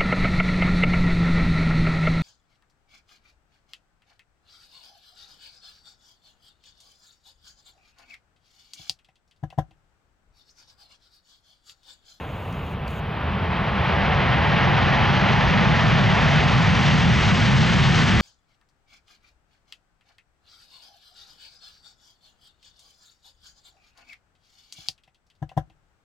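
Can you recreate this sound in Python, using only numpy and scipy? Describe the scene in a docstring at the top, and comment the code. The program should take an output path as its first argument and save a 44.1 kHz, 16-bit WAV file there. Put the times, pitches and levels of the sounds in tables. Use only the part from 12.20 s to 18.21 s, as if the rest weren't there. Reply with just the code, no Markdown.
"""A grass field beside a runway, a camera's stereo microphone, a four-engine jet some 450 m up the strip.
At first the zoom motor whirs faintly by the microphone and the housing ticks. The jet rolls closer,
braking, and opens its thrust reversers: the rumble rises, then the roar swells around a thin fan tone.
The ground lifts the rumble and hollows the low mids; the roar brightens as less air lies between.
The housing ticks once more, and the fan tone fades as the aircraft turns side-on."""
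import sys
import numpy as np
from scipy import signal
from scipy.io import wavfile
from scipy.ndimage import uniform_filter1d, minimum_filter1d

SR = 44100
rng = np.random.default_rng(int(sys.argv[2]) if len(sys.argv) > 2 else 0)


def master(y):
    """Save y as 16-bit WAV."""
    cut = np.clip(np.atleast_2d(y).T, -1, 1)
    pcm = np.round(cut * 32767)  # scale
    wavfile.write(sys.argv[1], SR, pcm.astype(np.int16))


N = 265041
FRAME, HOP = 2048, 512
# noise is shaped on a grid of pitch (rows) and time (columns)
HZ, T = np.fft.rfftfreq(FRAME, 1 / SR)[:, None], np.arange(N // HOP + 5) * HOP / SR

# the fans spool up, hold, and seem to sag as the aircraft turns side-on: time_s, pitch_hz
FAN_SPOOL = [(0, 438.7), (.7, 473), (1.1, 596), (1.55, 696), (1.9, 761), (2.25, 813), (2.6, 836),
             (3.4, 847), (4.3, 825), (6.01, 813)]


def roar(gust_db=1.1, patch_db=0.26, side_on_s=4.35):
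    """Spectrum in dB of the reversed jets, dulled by the air and shaken by its eddies."""
    # roar at the nearest point: pitch_hz, relative_db
    colour = [(150, -27.5), (260, -4), (286, -9.5), (370, -7), (544, -5.5), (598, -5.5), (825, -4),
              (879, -4.5), (1450, -4), (3170, -6), (3610, -10), (6320, -19), (8430, -32.5), (12000, -70),
              (15600, -89), (22000, -120)]
    # duct resonances: pitch_hz, width_hz, height_db, db_per_fan_speed_db, side_on_loss_db
    ducts = [(815, 300, 3.6, .0, 2.5), (1900, 197, 3, 1.0, .5)]
    # brief swells, most in the treble: centre_s, treble_gain_db, half_length_s
    surges = [(2.684, 0.5, 0.056), (2.978, 0.5, .08), (4.14, 3.5, 0.052), (4.679, 4, 0.028),
              (5.137, 1, 0.043), (5.777, 2.5, 0.049)]
    air_loss_db = 0.0732 * air_path(T) * (HZ / 6000) ** 1.8  # 0.0732 dB a metre at 6 kHz
    db = engine_level(T, full_db=-26.5, per_speed=3.6, per_100m=-0.65) + shape(colour, HZ, 450, 1180)
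    db = db - air_loss_db
    side_on = np.clip((T - side_on_s) / 0.5, 0, 1)  # the intakes stop facing the microphone
    for hz, width, height_db, per_speed, loss_db in ducts:
        db = db + (height_db + per_speed * fan_speed_db(T) - loss_db * side_on) * bell(HZ, hz, width)
    surge_db = sum(gain_db * bell(T, centre, half) for centre, gain_db, half in surges)
    # eddies along the path make short waves flicker most, in broad bands and in patches
    flicker_db = gust_db * blotches(bins=240, frames=2) + patch_db * blotches(bins=24, frames=4)
    treble_weight = np.clip(HZ / 5000, 0, 1) ** 0.33
    return db + treble_weight * (surge_db + flicker_db)


def rumble(early_s=0.43):
    """Spectrum in dB of the deep exhaust rumble, which rises ahead of the fans."""
    # exhaust rumble, lifted by the ground: pitch_hz, relative_db
    colour = [(5, -50), (16, -8), (30, -1), (50, 1), (80, 25.5), (110, -5.5), (160, -14), (300, -58.5),
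              (600, -120)]
    return engine_level(T + early_s, full_db=-30, per_speed=2.0, per_100m=-0.9) + shape(colour, HZ)


def drone():
    """Spectrum in dB of the engines' low drone, which grows as they near the microphone."""
    # engine drone: pitch_hz, relative_db
    colour = [(30, -80.5), (60, -6.5), (95, -8), (125, 0.5), (155, -0.5), (190, -3.5), (235, -10),
              (280, -23.5), (400, -22), (550, -73.5), (1000, -120)]
    return engine_level(T, full_db=-12.5, per_speed=1.92, per_100m=3.0) + shape(colour, HZ)


def fans(level_db=-35.5, start_s=0.93, stop_s=5.8, waver_db=2.0, waver_hz=2.83):
    """The thin tone of the fans, which the air makes waver in level and pitch."""
    t = np.arange(N) / SR
    hz = fan_hz(t)
    eddies = uniform_filter1d(rng.standard_normal((len(T), 2)), size=9, axis=0).T
    swell, bend = (np.interp(t, T, unit_rms(eddy)) for eddy in eddies)
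    phase = 2 * np.pi * np.cumsum(hz + waver_hz * bend) / SR
    lead, _ = microphone_ports(hz, t)
    fade = np.clip((t - start_s) / 1.6, 0, 1) * np.clip((stop_s - t) / 1.9, 0, 1)
    return np.sqrt(2) * fade * amp(level_db + waver_db * swell) * np.sin([phase + lead, phase])


def zoom_motor(flutter_db=1.5):
    """A small motor beside the microphone: a banded whir and two gear whines, switched on and off."""
    # motor runs: start_s, stop_s, level_db
    runs = [(-.05, 0.543, -64), (.672, .80, -60)]
    # motor whir: pitch_hz, relative_db
    whir = [(2940, -46), (5000, -16), (5830, -18), (6060, 1), (6640, 3), (7960, -4), (8520, -12),
            (9330, -12), (9600, -1), (10100, -2), (11500, -7), (13100, -1), (14400, -4), (15100, 0),
            (15700, -4)]
    # gear whines: pitch_hz, width_hz, over_whir_db
    gears = [(3740, 110, -2), (4550, 70, -22)]
    t = np.arange(N) / SR
    gate = sum(amp(db) * (t > start) * (t < stop) for start, stop, db in runs)
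    power = amp(shape(whir, HZ)) ** 2
    for hz, width, db in gears:
        whine = bell(HZ, hz, width)
        power += amp(db) ** 2 * whine / whine.mean()
    spectrum_db = 10 * np.log10(power) - flutter_db * blotches(bins=60, frames=2)
    return uniform_filter1d(gate, size=300) * stereo_noise(spectrum_db, coherence=0.98)


def housing_ticks(ring_hz=4550, t60_s=0.02):
    """The camera's plastic housing rings briefly, each time with a broad crack."""
    # ticks: start_s, gain_db, left_over_right_db, ring_share
    ticks = [(.325, -36, 2, .15), (.678, -31, 6, 0.5), (.706, -39, 0, .05), (3.912, -45, 6, 0.57)]
    out, t = np.zeros((2, N)), np.arange(2000) / SR
    crack_band = signal.butter(1, [3000, 6500], "band", fs=SR)
    cracks = signal.lfilter(*crack_band, rng.standard_normal((len(ticks), len(t))))
    ring = np.sin(2 * np.pi * ring_hz * t)
    envelope = np.minimum(t / 0.0018, 1) * amp(-60 * t / t60_s)
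    for (start, db, left_db, share), crack in zip(ticks, cracks):
        at = round(start * SR)
        gains = amp([[db + left_db / 2], [db - left_db / 2]])
        out[:, at:at + len(t)] += gains * envelope * (share * ring + (1 - share) * crack)
    return out


def airfield(level_db=-39.5):
    """Spectrum in dB of the steady drone of the airfield."""
    # background drone: pitch_hz, relative_db
    colour = [(150, -27), (250, -1), (349, -10), (437, 0), (548, -7), (1200, -8.5), (1430, -27),
              (2770, -13), (4850, -37), (6000, -44.5), (7800, -75), (13200, -120)]
    return level_db + shape(colour, HZ)


def microphone_ports(hz, t, swing_s=2.56, turn_s=4.4, turn_db_per_s=0.6):
    """Phase lead in radians and balance in dB of the left port as the aircraft swings past."""
    # phase lead of the left port, before the swing scales it: pitch_hz, lead_rad
    leads = [(25, 0.12), (65, 0.32), (160, 0.65), (300, 0.87), (500, 1.07), (900, 0.66), (1800, .52),
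             (3200, 0.28), (4800, 0.22), (5700, 0), (15000, 0.057)]
    # balance of the ports: pitch_hz, left_over_right_db
    balance = [(60, -1), (170, 0.5), (450, 0), (800, 1.1), (1600, -1.4), (3200, 1.2), (5000, 1), (5800, 0),
               (15000, 0.5)]
    swing = 0.12 + 1.04 * np.clip(t / swing_s, 0, 1) ** 1.6
    bass_weight = 1 / (1 + (hz / 500) ** 3.5)
    turn_db = turn_db_per_s * np.maximum(t - turn_s, 0)  # late on, the treble moves left
    return at_pitch(leads, hz) * swing ** bass_weight, at_pitch(balance, hz) + turn_db * (hz > 600) * (hz < 5600)


def engine_level(t, full_db, per_speed, per_100m):
    """Level in dB: full_db at the nearest point, with slopes per dB of fan speed and 100 m of approach."""
    return full_db + per_speed * fan_speed_db(t) - per_100m * air_path(t) / 100


def air_path(t, far_m=448.5, closing_m_per_s=115.3, braking_m_per_s2=13.76):
    """Metres of air to the braking aircraft, beyond those at its nearest point."""
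    return np.maximum(far_m - closing_m_per_s * t + braking_m_per_s2 * t ** 2 / 2, 0)


def fan_hz(t):
    """Pitch of the fan tone at the times t."""
    return np.interp(t, *np.transpose(FAN_SPOOL))


def fan_speed_db(t, full_hz=840):
    """Fan speed in dB relative to full speed."""
    return 20 * np.log10(fan_hz(t) / full_hz)


def stereo_noise(db, coherence=1., lead=0., left_db=0.):
    """Noise with level db over pitch and time, as two nearby microphone ports hear it."""
    a, b, c, d = rng.standard_normal((len(T), len(HZ), 4)).T
    common, separate = a + 1j * b, c + 1j * d
    left = common * np.exp(1j * lead) * amp(db + left_db / 2)
    right = (coherence * common + np.sqrt(1 - coherence ** 2) * separate) * amp(db - left_db / 2)
    white, left, right = signal.istft([common, left, right], nperseg=FRAME, noverlap=FRAME - HOP)[1]
    return np.array([left, right])[:, :N] / white[FRAME:N].std()


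def blotches(bins, frames):
    """Random field over pitch and time, smooth over so many bins and frames."""
    field = rng.standard_normal((len(T), len(HZ))).T
    for _ in range(2):
        field = uniform_filter1d(uniform_filter1d(field, bins, 0), frames, 1)
    return unit_rms(field)


def shape(points, hz, low_hz=0, high_hz=SR):
    """Spectrum in dB, shifted so that the given band has rms 1."""
    db = at_pitch(points, hz)
    power = amp(db) ** 2 * (hz >= low_hz) * (hz <= high_hz)
    return db - 10 * np.log10(power.mean(0))


def at_pitch(points, hz):
    """A table read along a logarithmic pitch axis."""
    pitches, values = np.transpose(points)
    return np.interp(np.log(hz + 1), np.log(pitches + 1), values)


def bell(x, centre, width):
    """Gaussian hump of height 1."""
    return np.exp(-.5 * ((x - centre) / width) ** 2)


def unit_rms(x):
    """Scaled to rms 1."""
    return x / np.sqrt(np.mean(x ** 2) + 1e-20)


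def amp(db):
    """Decibels to gain."""
    return 10 ** (np.asarray(db) / 20)


def scene():
    """The distant jet and airfield, with the camera's own noises right at the microphone."""
    # likeness of the two ports: pitch_hz, coherence
    likeness = [(60, .992), (170, .995), (450, .989), (1800, .979), (5200, .973), (5800, .9998),
                (15000, .9999)]
    power = sum(amp(db) ** 2 for db in (roar(), rumble(), drone(), airfield()))
    outdoors = stereo_noise(10 * np.log10(power), at_pitch(likeness, HZ), *microphone_ports(HZ, T))
    return outdoors + fans() + zoom_motor() + housing_ticks()


def record(dry, knee_db=-11.0, squeeze=0.57, recover_db_per_s=250, cutoff_hz=15800):
    """The camera's fast limiter dips at the crests of the rumble; faint hiss and a low-pass follow."""
    # treble hiss: pitch_hz, relative_db
    hiss_colour = [(4000, -40), (6000, -12), (7500, -11.5), (8600, -11), (10000, -3.5), (12000, -3),
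                   (15700, -0.5)]
    peak_db = 20 * np.log10(-minimum_filter1d(-abs(dry).max(0), size=200) + 1e-9)
    recovery_db = np.arange(N) * recover_db_per_s / SR
    held_db = np.maximum.accumulate(peak_db + recovery_db) - recovery_db
    window = signal.windows.blackmanharris(301)
    over_db = signal.oaconvolve(np.maximum(held_db - knee_db, 0), window / window.sum(), "same")
    limited = dry / amp(squeeze * over_db)
    hiss_db = -78 - 2.5 * np.maximum(T - 3.0, 0) + shape(hiss_colour, HZ, 13100, 15600)  # fades from 3 s
    hiss = stereo_noise(hiss_db + 3.7 * blotches(bins=12, frames=2))
    low_pass = signal.firwin(1023, cutoff_hz, window=("kaiser", 10), fs=SR)
    return signal.oaconvolve(limited + hiss, low_pass[None], "same")


dry = scene()
out = record(dry)
master(out)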